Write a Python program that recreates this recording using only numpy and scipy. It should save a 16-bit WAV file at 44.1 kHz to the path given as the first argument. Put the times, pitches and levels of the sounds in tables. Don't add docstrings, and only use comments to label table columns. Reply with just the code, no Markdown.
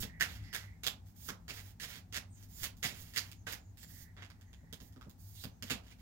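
import sys
import numpy as np
from scipy import signal
from scipy.fft import rfft, irfft
from scipy.io import wavfile
from scipy.ndimage import uniform_filter1d

SR = 44100
rng = np.random.default_rng(int(sys.argv[2]) if len(sys.argv) > 2 else 0)


def to_wav(sig):
    pcm = np.clip(np.atleast_2d(sig), -1, 1) * 32767
    pcm = np.round(pcm).astype(np.int16)
    wavfile.write(sys.argv[1], SR, pcm.T)


N = 265041
TAPS = 2048
HZ = np.fft.rfftfreq(TAPS, 1 / SR)


# (touch time [s], landing time [s], touch level [dB], patter level [dB], landing level [dB],
#  palm level [dB], cupped hand pitch [Hz], patter fade [s], brightness [dB per octave],
#  packet pitch [Hz], ring strength [dB])
PACKET_DROPS = [(0.0, 0.025, -63, -42, -38, -43.5, 435, 0.083, -0.5, 3400, 5),
                (0.1998, .2092, -41.5, -46, -22, -61, 400, 0.37, -1, 1810, 15.5),
                (0.5294, 0.5478, -40, -47, -30, -61, 170, 0.3, -0.5, 1831, 13.5),
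                (0.835, 0.867, -35.5, -50, -24, -57, 418, 0.067, -0.5, 3330, 5),
                (1.276, 1.2883, -64, -40, -35.5, -45.5, 400, .03, -1, 1290, 10),
                (1.4814, 1.4997, -44.5, -47, -39, -54, 355, 0.12, -2, 2140, 2),
                (1.799, 1.838, -41, -42.5, -52, -58, 170, .1, 0, 1800, 16),
                (2.126, 2.167, -43, -42.5, -31, -53.5, 170, 0.029, -0.5, 1720, 10),
                (2.633, 2.642, -31, -36, -31, -53, 160, 0.041, 2.5, 1600, 10),
                (2.829, 2.843, -31, -35.5, -34, -47, 167, 0.24, -.5, 2100, 15),
                (3.137, 3.171, -46, -45, -29, -63, 162, 0.26, 0, 1850, 14),
                (3.468, 3.527, -40.5, -48, -38.5, -56, 203, 0.12, -1, 1700, 12),
                (3.773, 3.831, -50, -58, -42.5, -58.5, 168, .07, 3.5, 1820, 14),
                (4.167, 4.223, -53.5, -61, -46, -75, 190, 0.13, -8, 1890, -1),
                (5.353, 5.439, -50, -52, -38.5, -44.5, 189, 0.077, 4.5, 3886, 2),
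                (5.7, 5.7058, -32.5, -37, -30.5, -40.5, 233.2, 0.13, -2, 2717, 3)]

def falling_packets(slip_s=0.006, palm_lag_s=0.00303):
    out = np.zeros(N)
    for (touches, lands, touch_db, patter_db, landing_db, palm_db,
         hand_hz, fade_s, tilt_db, pitch_hz, ring_db) in PACKET_DROPS:
        slips = max(touches - slip_s, 0)
        add(out, slips, patter(lands - slips, touch_db - 9.5, patter_db, fade_s, tilt_db, pitch_hz))
        add(out, touches, knock(touch_db, tilt_db - 0.5, pitch_hz, ring_db))
        add(out, lands, knock(landing_db, tilt_db, pitch_hz, ring_db))
        add(out, lands + palm_lag_s, thud(palm_db, hand_hz))
    return out


def knock(db, tilt_db, pitch_hz, ring_db):
    t = np.arange(TAPS // 4) / SR
    crunch = .22 * np.exp(-t / .0009) * rng.standard_normal(len(t))
    blow = even_burst((t == 0) + crunch)
    sound = colour(blow, packet_tone(tilt_db, pitch_hz, ring_db, width_hz=300))
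    return amp(db + 19.5) * sound / np.linalg.norm(sound)


def patter(rise_s, from_db, peak_db, fade_s, tilt_db, pitch_hz):
    peak_s = max(rise_s, .002)
    t = np.arange(round((peak_s + fade_s) * SR)) / SR
    rising_db = (peak_db - from_db) * (t / peak_s - 1)
    fading_db = -60 * (t - peak_s) / fade_s
    loudness = amp(peak_db + np.where(t < peak_s, rising_db, fading_db))
    soft_start = np.minimum(t / 0.01, 1)
    contacts = friction(SR, per_s=1200, spread_db=3, smooth=0.65)[:len(t)]
    tone = packet_tone(tilt_db, pitch_hz, ring_db=4, width_hz=.15 * pitch_hz)
    return colour(contacts * soft_start * loudness, tone)


# (frequency [Hz], level [dB])
PAPER_TONE = [(30, -20), (200, -7.5), (450, -5), (560, -10), (720, 0.5), (950, -7), (1500, -3.5), (2500, 1),
              (3500, 0.5), (5500, -1.5), (8000, -1.5), (12000, -6), (16000, -2.5)]

def packet_tone(tilt_db, pitch_hz, ring_db, width_hz):
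    octaves = np.log2(np.maximum(HZ, 1500) / 3000)
    return look_up(PAPER_TONE, HZ) + tilt_db * octaves + ring_db * hump(HZ, pitch_hz, width_hz)


# (frequency [Hz], level [dB])
PALM_TONE = [(25, -34), (70, -1), (130, -6), (230, 7.5), (320, -11.5), (450, -7.5), (800, -13), (3000, -54)]

def thud(db, hand_hz, rise_s=0.00406):
    t = np.arange(2 * TAPS) / SR
    push = t / rise_s * np.exp(1 - t / rise_s)
    tone = look_up(PALM_TONE, HZ) + 6 * hump(HZ, hand_hz, width_hz=55)
    sound = colour(even_burst(push * rng.standard_normal(len(t))), tone)
    return amp(db) * np.linalg.norm(push) * sound / np.linalg.norm(sound)


# (time [s], level [dB], brightness [dB per octave], pitch [Hz], ring strength [dB])
EDGE_CLICKS = [(0.2175, -36, 1, 2240, 12), (.2239, -28.5, 1, 1920, 16), (0.2298, -35, -7, 2502, 13),
               (.537, -37, 3, 2000, 10), (.633, -54, -10, 1730, 6), (.875, -38, -2, 2450, 14),
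               (1.292, -41.5, -11.5, 1672, 11), (1.958, -45.5, -2, 2103, -9), (2.145, -35, -1, 1750, 13),
               (2.427, -52.5, 0.5, 2400, -7), (2.655, -38, -1, 1614, 4), (2.769, -54, 4, 3000, -4),
               (3.1618, -29, 1.5, 2000, 16), (3.177, -25, 1, 4700, 11.5), (3.3159, -42.5, 1.5, 2470, 3),
               (3.471, -37, -6.5, 1670, 6), (3.523, -31, 9.5, 1783, 3), (4.248, -52, -4.5, 2970, 1),
               (4.302, -51, -4.5, 2800, -17), (4.412, -56, -0.5, 1915, 10), (4.531, -54, -3.5, 1917, -2),
               (4.7275, -40, 0, 2670, 1.5), (4.803, -51.5, -4, 2400, -11), (4.925, -58, 2.5, 1500, 11),
               (4.962, -58, -2, 1190, 19), (5.012, -49.5, -2, 1247, 16.5), (5.04, -59.5, -4, 1260, 15),
               (5.096, -48.5, 5.5, 1420, 21), (5.439, -41.5, -3, 1730, 0), (5.6245, -36, -0.5, 1720, -0.5)]

def clicks(rustle_fade_s=0.13):
    out = np.zeros(N)
    for s, db, tilt_db, pitch_hz, ring_db in EDGE_CLICKS:
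        rustle_db = db - 20
        add(out, s, knock(db, tilt_db, pitch_hz, ring_db))
        add(out, s, patter(0, rustle_db, rustle_db, rustle_fade_s, tilt_db, pitch_hz))
    return out


# (start [s], end [s], swell over the stroke [dB], hiss level [dB], scrape level [dB])
STROKES = [(0, 0.015, -28.5, -38.5, -65), (.27, 0.359, 1, -58.5, -55.5), (0.368, 0.496, -7.5, -86, -70.5),
           (1.048, 1.11, -8, -67, -83.5), (1.145, 1.283, 15.5, -43, -64), (1.52, 1.605, -2.5, -51.5, -58),
           (1.614, 1.705, 1.5, -55.5, -66.5), (1.865, 1.982, -9, -56.5, -59),
           (2.337, 2.443, 13, -55.5, -68.5), (2.47, 2.641, 26.5, -36.5, -54), (2.77, 2.83, -7, -67, -91),
           (2.93, 3.14, -8.5, -59, -69.5), (2.986, 3.018, -1, -50, -72), (3.23, 3.31, -11, -65, -68),
           (3.861, 4.027, 2.5, -50, -71), (4.792, 4.882, -5, -60.5, -82), (5.175, 5.42, 3.5, -54, -82),
           (5.642, 5.706, 4, -53, -53), (5.826, 5.92, 4.5, -67, -64), (5.972, 6.01, 3, -65, -67.5)]
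# (frequency [Hz], level [dB])
HISS_TONE = [(100, 6.5), (900, -16), (2000, -22), (3500, -5), (6000, 1), (9000, 2.5), (12000, 2.5),
             (16000, 10.5)]

def sliding_cards(rise_s=0.02, fade_s=0.068):
    t = np.arange(SR) / SR
    faces, edges = np.zeros(N), np.zeros(N)
    for start, end, swell_db, hiss_db, scrape_db in STROKES:
        length = end - start
        level_db = np.where(t < length, swell_db * (t / length - 1), -60 * (t - length) / fade_s)
        stroke = np.minimum(t / rise_s, 1) * amp(level_db)
        add(faces, start, amp(hiss_db) * stroke)
        add(edges, start, amp(scrape_db) * stroke)
    faces *= friction(N, per_s=1900, spread_db=4.5, smooth=1)
    edges *= friction(N, per_s=1600, spread_db=8, smooth=0.45)
    hiss = colour(faces, look_up(HISS_TONE, HZ))
    scrape = colour(edges, packet_tone(tilt_db=-2, pitch_hz=2000, ring_db=4, width_hz=350))
    return (amp(-2) * hiss + scrape)[:N]


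def friction(size, per_s, spread_db, smooth):
    slips = (rng.random(size) < per_s / SR) * rng.choice([-1, 1], size)
    sizes = amp(spread_db * np.minimum(rng.exponential(1, size), 3.5))
    return unit_power(unit_power(slips * sizes) + smooth * rng.standard_normal(size))


# (time [s], level [dB], cupped hand pitch [Hz])
HAND_BUMPS = [(2.916, -50.5, 159), (4.632, -57.5, 165), (4.728, -51.5, 160), (4.81, -52.5, 200),
              (4.965, -51, 260), (5.064, -50.5, 170), (5.626, -45.5, 224), (5.74, -47.5, 225)]

def bumps(early_s=0.00303):
    out = np.zeros(N)
    for s, db, hand_hz in HAND_BUMPS:
        add(out, s - early_s, thud(db, hand_hz))
    return out


# (time [s], length [s], first pitch [Hz], last pitch [Hz], width [Hz], level [dB])
FAINT_WHISTLES = [(0, 0.32, 1935, 2000, 220, -61.5), (0.251, 0.59, 2000, 2026, 190, -64.5),
                  (.41, .14, 4800, 5100, 700, -68), (2.28, .11, 8800, 7700, 650, -64.5),
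                  (2.31, .09, 7200, 6200, 750, -66), (2.502, .13, 7100, 7316, 550, -61),
                  (3.337, .1, 7100, 6000, 550, -73), (3.55, 0.18, 7200, 6600, 550, -76),
                  (3.762, 0.13, 7850, 7220, 448, -62), (3.84, 0.32, 1933, 1860, 170, -68),
                  (4.1, 1, 1940, 1885, 170, -77), (4.397, 0.27, 6400, 7020, 350, -81),
                  (5.35, 0.098, 3570, 4400, 900, -59.5), (5.49, .11, 6100, 6260, 350, -80)]

def whistles():
    out = np.zeros(N)
    for s, length, from_hz, to_hz, width_hz, db in FAINT_WHISTLES:
        size = round(length * SR)
        noise = rng.standard_normal((2 * SR, 2)) @ [1, 1j]
        fuzz = signal.lfilter(*signal.butter(2, width_hz / 2, fs=SR), noise)[-size:]
        glide = np.exp(2j * np.pi * np.cumsum(np.linspace(from_hz, to_hz, size)) / SR)
        tone = unit_power((fuzz * glide).real)
        add(out, s, amp(db - 4) * tone * signal.windows.tukey(size, .6))
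    return out


# (frequency [Hz], level [dB])
RUMBLE_TONE = [(15, -36), (28, -22), (45, -1.5), (62, 3.5), (80, -3.5), (110, -5), (135, -16.5),
               (185, -8.5), (260, -11.5), (350, -22), (540, -30), (820, -23), (1100, -33), (1800, -33),
               (3000, -41), (6800, -37.5), (10000, -45.5), (16000, -38.5)]
# (frequency [Hz], width [Hz], boost [dB])
ROOM_BOOMS = [(97.8, 10.7, 14.5), (163.8, 9.5, 12), (239, 7.2, 2.5)]
# (time [s], level [dB])
RUMBLE_DRIFT = [(0, -41), (.15, -51.5), (.39, -46.5), (.52, -54), (1.4, -55), (3, -54), (5.3, -56),
                (6, -54)]

def rumble(likeness=0.94, hiss_db=-55, lean_left_db=0.66):
    hz = np.fft.rfftfreq(N, 1 / SR)
    booms_db = sum(db * hump(hz, f, width) for f, width, db in ROOM_BOOMS)
    tone = unit_power(amp(look_up(RUMBLE_TONE, hz) + booms_db))
    shared, left, right = rfft(rng.standard_normal((3, N)))
    lows = 1 / (1 + (hz / 420) ** 4)
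    same = likeness * lows
    spectrum = (np.sqrt(same) * shared + np.sqrt(1 - same) * np.array([left, right])) * tone
    drift = amp(np.interp(np.arange(N) / SR, *np.transpose(RUMBLE_DRIFT)))
    boom = irfft(spectrum * lows, N) * drift * amp([[lean_left_db], [-lean_left_db]])
    hiss = irfft(spectrum * (1 - lows), N) * amp(hiss_db)
    return boom + hiss


# (delay [s], level [dB])
EARLY_ECHOES = [(.0006, -5), (.0021, -12), (.0027, -26.5), (.0071, -1), (.0089, -4.5), (0.0156, -3),
                (0.015, -6), (0.02, -41)]

def with_echoes(x, scatter_s, dull_above_hz=9000):
    paths = np.zeros(TAPS)
    for delay, db in EARLY_ECHOES:
        add(paths, delay + scatter_s * rng.uniform(-0.81, 1), amp([db]))
    paths = signal.lfilter(*signal.butter(1, dull_above_hz, fs=SR), paths)
    paths[0] += 1
    return signal.oaconvolve(x, paths)[:N]


# (frequency [Hz], fade [s])
ROOM_FADES = [(200, 0.18), (700, 0.44), (1800, 0.2), (4600, 0.19), (12000, 0.14)]

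def room_tail(x, low_cut_hz=450, size=256):
    highs = signal.lfilter(*signal.butter(1, low_cut_hz, "high", fs=SR), x)
    hz, _, bands = signal.stft(highs, SR, nperseg=size)
    fed = abs(uniform_filter1d(abs(bands) ** 2, size=3, axis=0))
    kept = amp(-60 * size / 2 / SR / look_up(ROOM_FADES, hz)) ** 2
    stored = np.zeros_like(fed)
    for k in range(1, fed.shape[1]):
        stored[:, k] = kept * stored[:, k - 1] + (1 - kept) * fed[:, k - 1]
    noise = signal.stft(rng.standard_normal(N), SR, nperseg=size)[2]
    leaking = noise * np.sqrt(stored / np.mean(abs(noise) ** 2))
    return signal.istft(leaking, SR, nperseg=size)[1][:N]


def amp(db):
    return 10 ** (np.asarray(db) / 20)


def unit_power(x):
    return x / np.sqrt(np.mean(x ** 2) + 1e-20)


def look_up(points, hz):
    f, value = np.transpose(points)
    return np.interp(np.log(hz + 1), np.log(f), value)


def hump(hz, centre_hz, width_hz):
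    return 1 / (1 + ((hz - centre_hz) / width_hz) ** 2)


def add(mix, s, sound):
    part = mix[max(round(s * SR), 0):][:len(sound)]
    part += sound[:len(part)]


def sharp_filter(tone_db):
    log_gain = np.log(amp(np.r_[tone_db, tone_db[-2:0:-1]]))
    return np.fft.ifft(np.exp(np.conj(signal.hilbert(log_gain)))).real


def colour(x, tone_db):
    taps = sharp_filter(tone_db)
    return signal.fftconvolve(x, taps / np.linalg.norm(taps))


def even_burst(burst):
    spectrum = rfft(burst)
    return irfft(spectrum / (abs(spectrum) + 1e-9) ** .7)[:len(burst) // 2]


# (frequency [Hz], level [dB])
LEFT_TONE = [(80, 3.5), (250, -0.5), (500, -4.5), (1000, -8.5), (1700, -7), (3000, -7.5), (5000, -11.5),
             (7000, -9), (8300, -7.5), (10000, -9), (13000, -18.5), (16000, -24)]
RIGHT_TONE = [(80, 6.5), (250, 0), (1700, 0.5), (5000, 3), (7300, 1), (8000, -8), (9000, -6), (10500, 0),
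              (13000, 2.5), (15500, -1)]

def microphone(x, tone, lag_samples, tail_db, scatter_s):
    heard = with_echoes(x, scatter_s) + amp(tail_db) * room_tail(x)
    coloured = signal.oaconvolve(heard, sharp_filter(look_up(tone, HZ)))
    return np.r_[np.zeros(lag_samples), coloured][:N]


def scene():
    sounds = falling_packets() + clicks() + bumps() + sliding_cards() + whistles()
    left = microphone(sounds, LEFT_TONE, lag_samples=5, tail_db=3.5, scatter_s=.00007)
    right = microphone(sounds, RIGHT_TONE, lag_samples=0, tail_db=2.5, scatter_s=.00002)
    return amp(-1.5) * np.array([left, right]) + rumble()


def record(dry):
    low_pass = signal.firwin(511, 15900, window=("kaiser", 9), fs=SR)
    return signal.oaconvolve(dry, low_pass[None], "same")


dry = scene()
out = record(dry)
to_wav(out)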